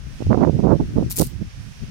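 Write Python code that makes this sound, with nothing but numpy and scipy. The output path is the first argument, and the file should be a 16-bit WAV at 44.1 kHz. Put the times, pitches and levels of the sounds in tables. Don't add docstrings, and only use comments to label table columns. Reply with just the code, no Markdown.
import sys
import numpy as np
from scipy import signal
from scipy.fft import rfft, irfft
from scipy.io import wavfile
from scipy.ndimage import uniform_filter1d, minimum_filter1d

SR = 44100
rng = np.random.default_rng(int(sys.argv[2]) if len(sys.argv) > 2 else 0)


def wrap_up_sound(samples):
    columns = np.atleast_2d(samples).T
    tamed = np.clip(columns, -1, 1)
    steps = np.round(tamed * 32767).astype(np.int16)
    wavfile.write(sys.argv[1], SR, steps)


N = 83790
LEFT, RIGHT = 0, 1


def undb(db):
    return 10 ** (np.asarray(db) / 20)


def curve(table, t, column=1):
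    rows = np.array(table, float)
    return np.interp(t, rows[:, 0], rows[:, column])


def colour(table, hz):
    rows = np.array(table, float)
    return undb(np.interp(np.log(np.maximum(hz, 1)), np.log(rows[:, 0]), rows[:, 1]))


def walk(rate_hz, size):
    hold = max(int(SR / rate_hz), 1)
    steps = np.repeat(rng.standard_normal(size // hold + 1), hold)
    return np.sqrt(3 / 2) * uniform_filter1d(steps, hold)[:size]


def outdoor_hiss(port):
    # frequency in Hz, relative level in dB.
    colour_left = [(300, 5.5), (1100, -0.5), (1500, 4), (2500, -0.5), (5800, -5), (7600, -13.5),
                   (9000, -11.5), (11000, -18.5), (15500, -20)]
    colour_right = [(300, 6), (1100, 2), (1600, 4), (2500, 7.5), (4200, 1), (5800, 6), (7600, -7),
                    (9000, -4.5), (15500, -22)]
    # time in seconds, level of the 2-12 kHz range in dB.
    level_left = [(0.02, -55.5), (0.4, -50.5), (0.6, -53), (1.05, -51), (1.55, -55.5), (1.88, -53)]
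    level_right = [(0.02, -48.5), (0.15, -46), (0.24, -45), (0.4, -53), (0.6, -48), (0.73, -52),
                   (0.85, -50), (1.88, -48)]
    shape, level = (colour_left, level_left) if port == LEFT else (colour_right, level_right)
    flicker_db = 1.0
    hz = np.arange(N // 2 + 1) * SR / N
    spectrum = rfft(rng.standard_normal(N)) * colour(shape, hz) * hz / (hz + 100)
    spectrum *= N / np.sqrt(2 * np.sum(np.abs(spectrum[(hz > 2000) & (hz < 12000)]) ** 2))
    band = np.digitize(hz, [2000, 7000])
    hiss = sum(irfft(spectrum * (band == k), N) * undb(flicker_db * walk(8.25, N)) for k in range(3))
    return hiss * undb(curve(level, np.arange(N) / SR))


def wind(port):
    # time in seconds, gust level in dB, eddy half-width in ms.
    gusts_left = [(0.0, -29, 3.2), (0.105, -25.5, 1.9), (0.155, -34.5, 2.5), (0.22, -35, 1.3),
                  (0.269, -16, 2.3), (0.314, -20.5, 0.83), (0.369, -33, 1.4), (0.404, -13.5, 1.17),
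                  (0.444, -33, 1), (0.469, -15.5, 1.6), (0.494, -39, 1.9), (0.574, -22, 1.9),
                  (0.624, -29, 1.8), (0.644, -22, 0.7), (0.698, -40, 4.1), (0.753, -36, 7),
                  (0.828, -14, 1.7), (0.873, -27.5, 1.55), (0.978, -23.5, 1.24), (1.048, -16.5, 1.53),
                  (1.162, -32, 2.4), (1.262, -20, 1.8), (1.297, -38.5, 1.8), (1.342, -50, 3.3),
                  (1.392, -31, 2.0), (1.467, -26.5, 2.2), (1.522, -43, 3.4), (1.586, -30, 3.2),
                  (1.676, -44.5, 3), (1.796, -32, 2.4), (1.831, -19.5, 1.7), (1.866, -33, 2.5),
                  (1.896, -26.5, 2.1)]
    gusts_right = [(0.0, -32.5, 1.6), (0.125, -41, 3.9), (0.155, -23, 3.4), (0.185, -38.5, 1.8),
                   (0.215, -24.5, 0.54), (0.244, -31, 1.8), (0.27, -13.5, 2.8), (0.309, -6.5, 0.49),
                   (0.337, -15.5, 0.51), (0.352, -8, 0.42), (0.365, -21.5, 0.77), (0.378, -10.5, 0.59),
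                   (0.399, -15.5, 0.49), (0.439, -5.5, 0.41), (0.456, -17.5, 0.52), (0.466, -9, 0.64),
                   (0.49, -10, 0.65), (0.515, -19.5, 1.24), (0.55, -12, 1.1), (0.574, -23.5, 1.2),
                   (0.597, -12, 0.67), (0.619, -20, 1.13), (0.639, -5.5, 0.66), (0.703, -9, 0.43),
                   (0.733, -5.5, 0.51), (0.788, -27, 1.2), (0.803, -7, 0.59), (0.816, -14.5, 0.85),
                   (0.868, -30.5, 2.1), (0.888, -21.5, 1.5), (0.95, -28, 1.3), (0.962, -14, 0.7),
                   (0.985, -13, 0.6), (1.035, -16, 0.85), (1.058, -23.5, 2.7), (1.17, -30, 2.0),
                   (1.184, -15, 0.6), (1.217, -3, 0.48), (1.238, -22, 0.98), (1.267, -24, 2),
                   (1.292, -28.5, 2.4), (1.332, -25, 1.3), (1.382, -22.5, 2.7), (1.418, -17, 1.1),
                   (1.457, -31, 4.7), (1.502, -41.5, 2.7), (1.596, -20.5, 3.1), (1.626, -31, 2),
                   (1.706, -26.5, 2.45), (1.731, -36.5, 3), (1.796, -37, 2.2), (1.896, -33, 2.4)]
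    # time in seconds, unfiltered peak in dB, half-width in ms.
    buffets_right = [(0.206, -9.5, 0.62), (0.2237, -6.5, 0.51), (0.269, -6.5, 0.76), (.305, -5, 0.38),
                     (0.33, 2, 0.19), (0.3455, 2, 0.35), (0.4156, 1.5, 0.5), (0.4358, -1.5, 0.22),
                     (0.4495, 3, 0.32), (0.5012, -6.5, 0.56), (0.5908, -3.5, 0.64), (0.603, -7.5, 0.48),
                     (0.6345, -8, 0.64), (0.6702, -1, 0.37), (.715, -4.5, 0.26), (0.8048, -4.5, 0.45),
                     (0.9589, -12, 0.7), (0.9849, -6, 0.6), (1.0263, -4, 0.54), (1.2033, 3, 0.61),
                     (1.2222, 7.5, 0.41), (1.4266, -12.5, 0.81)]
    gusts, buffets = (gusts_left, []) if port == LEFT else (gusts_right, buffets_right)
    eddies_per_s, width_spread, scatter_db = 750, .15, 2.5
    flutter_db, flutter_hz = 1.5, 45
    port_hz, port_leak, port_damping, top_hz = 105, .36, 1.66, 2300

    count = int(eddies_per_s * N / SR)
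    jitter, strength = rng.random((count, 2)).T
    stretch, polarity = rng.standard_normal((count, 2)).T
    when_s = (np.arange(count) + jitter) / eddies_per_s
    width_s = np.clip(curve(gusts, when_s, column=2), .15, 4) / 1000 * np.exp(width_spread * stretch)
    energy = eddies_per_s * np.pi * width_s / 2 * np.exp(-2 * np.pi * width_s * port_hz)
    eddy_db = curve(gusts, when_s) - scatter_db * np.log(1 - strength)
    height = undb(eddy_db) * np.sign(polarity) / np.sqrt(2 * energy)
    height *= undb(flutter_db * walk(flutter_hz, N + SR)[(when_s * SR).astype(int)])

    buffet_s, buffet_db, buffet_ms = np.array(buffets, float).reshape(-1, 3).T
    when_s = np.r_[when_s, buffet_s]
    height = np.r_[height, undb(buffet_db)]
    width_s = np.r_[width_s, buffet_ms / 1000]

    reach = 700
    span = np.arange(-reach, reach + 1)
    bumps = height[:, None] / (1 + (span / SR / width_s[:, None]) ** 2) * np.hanning(len(span))
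    at = (when_s * SR).astype(int)[:, None] + span + reach
    pressure = np.bincount(at.ravel(), bumps.ravel(), N + 2 * len(span))
    pressure = signal.sosfiltfilt(signal.butter(2, top_hz, fs=SR, output="sos"), pressure)
    w = 2 * np.pi * port_hz
    highpass = signal.bilinear([1, port_leak * w, 0], [1, port_damping * w, w ** 2], SR)
    return signal.lfilter(*highpass, pressure)[reach:N + reach]


def yard_tail():
    level_db, patchy_db, build_s = -27.5, 2.0, .005
    low_t60_s, treble_t60_s = .18, .17
    t = np.arange(SR // 2) / SR
    noise = rng.standard_normal(len(t)) * undb(level_db + patchy_db * walk(900, len(t)))
    noise *= np.minimum(1 / 3 + t / build_s, 1)
    low = signal.sosfilt(signal.butter(2, 7000, fs=SR, output="sos"), noise)
    treble = noise - low
    return rfft(low * undb(-60 * t / low_t60_s) + treble * undb(-60 * t / treble_t60_s), N)


def sparks(port):
    volley = [(1.1003, -15, -16, 0, -30), (1.1098, -9.5, -8, -1, -14), (1.1203, -8, -11, -3, -34),
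              (1.1598, -11, -13, 2, -28), (1.1698, -1.5, -6.5, -5, -34), (1.1817, -9, -6, 5, -14),
              (1.1910, -1.5, -.5, -1, -28), (1.2040, -23, -27, -2, -34), (1.2122, -3, -.5, 2, -24),
              (1.2249, -20, -17, -2, -34), (1.2299, -19, -22, -1, -34), (1.2667, -19, -18, -4, -34)]
    # frequency in Hz, relative level in dB.
    crack_colour = [(1000, -14), (3200, -12.5), (4600, -8.5), (7000, -8.5), (9000, -4.5), (11000, -9.5),
                    (14500, -7), (16000, -17)]
    # delay in ms, relative level in dB.
    paths_left = [(0, 0), (4.03, -9), (4.75, -10), (5.19, 2), (5.36, -4), (8.1, -15), (8.3, -11)]
    paths_right = [(.16, 0), (.42, -8), (4.7, -9), (4.95, -7), (5.6, -2), (5.76, 0), (6.47, -6)]
    paths, echo_cut_hz, bass_trim_db = (paths_left, 2860, 0) if port == LEFT else (paths_right, 1960, -9)
    volley_db, ripple_db, bass_hz, direct_cut_hz = 3, 2.2, 2040, 5000
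    echo_shift_ms, echo_scatter_db = .06, 2.0

    hz = np.arange(N // 2 + 1) * SR / N
    shape = colour(crack_colour, hz)
    shape /= shape.mean()
    bass_shape = 10 / (1 + (hz / bass_hz) ** 2) * hz / (hz + 300)
    direct_highpass = hz ** 4 / (hz ** 4 + direct_cut_hz ** 4)
    echo_highpass = hz ** 2 / (hz ** 2 + echo_cut_hz ** 2)

    def delay(ms):
        return np.exp(-2j * np.pi * hz * ms / 1000)

    draws = rng.standard_normal((len(volley), 3, 12))
    tail, spectrum = yard_tail(), 0
    for (start_s, *port_db, echo_db, bass_db), (ripple, shifts, scatters) in zip(volley, draws):
        crack = shape * undb(ripple_db * np.interp(hz, np.linspace(0, SR / 2, len(ripple)), ripple))
        bass = undb(bass_db + bass_trim_db) * bass_shape
        direct = (crack * direct_highpass + bass) * delay(paths[0][0])
        echoes = sum(undb(db + echo_scatter_db * scatter) * delay(ms + echo_shift_ms * shift)
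                     for (ms, db), shift, scatter in zip(paths[1:], shifts, scatters))
        reflected = undb(echo_db) * (echoes + tail) * crack * echo_highpass
        spectrum += undb(port_db[port] + volley_db) * (direct + reflected) * delay(1000 * start_s)
    return irfft(-spectrum * np.exp(0.6j), N)


def scene():
    return np.array([sparks(port) + wind(port) + outdoor_hiss(port) for port in (LEFT, RIGHT)])


def record(dry):
    ceiling, limit_s, top_hz = .95, .006, 16100
    size = int(limit_s * SR)
    needed = ceiling / np.maximum(np.abs(dry), ceiling)
    held = minimum_filter1d(needed, size=2 * size + 1)
    gain = uniform_filter1d(uniform_filter1d(held, size=size), size=size)
    return signal.sosfilt(signal.ellip(8, .2, 70, top_hz, fs=SR, output="sos"), dry * gain)


dry = scene()
out = record(dry)
wrap_up_sound(out)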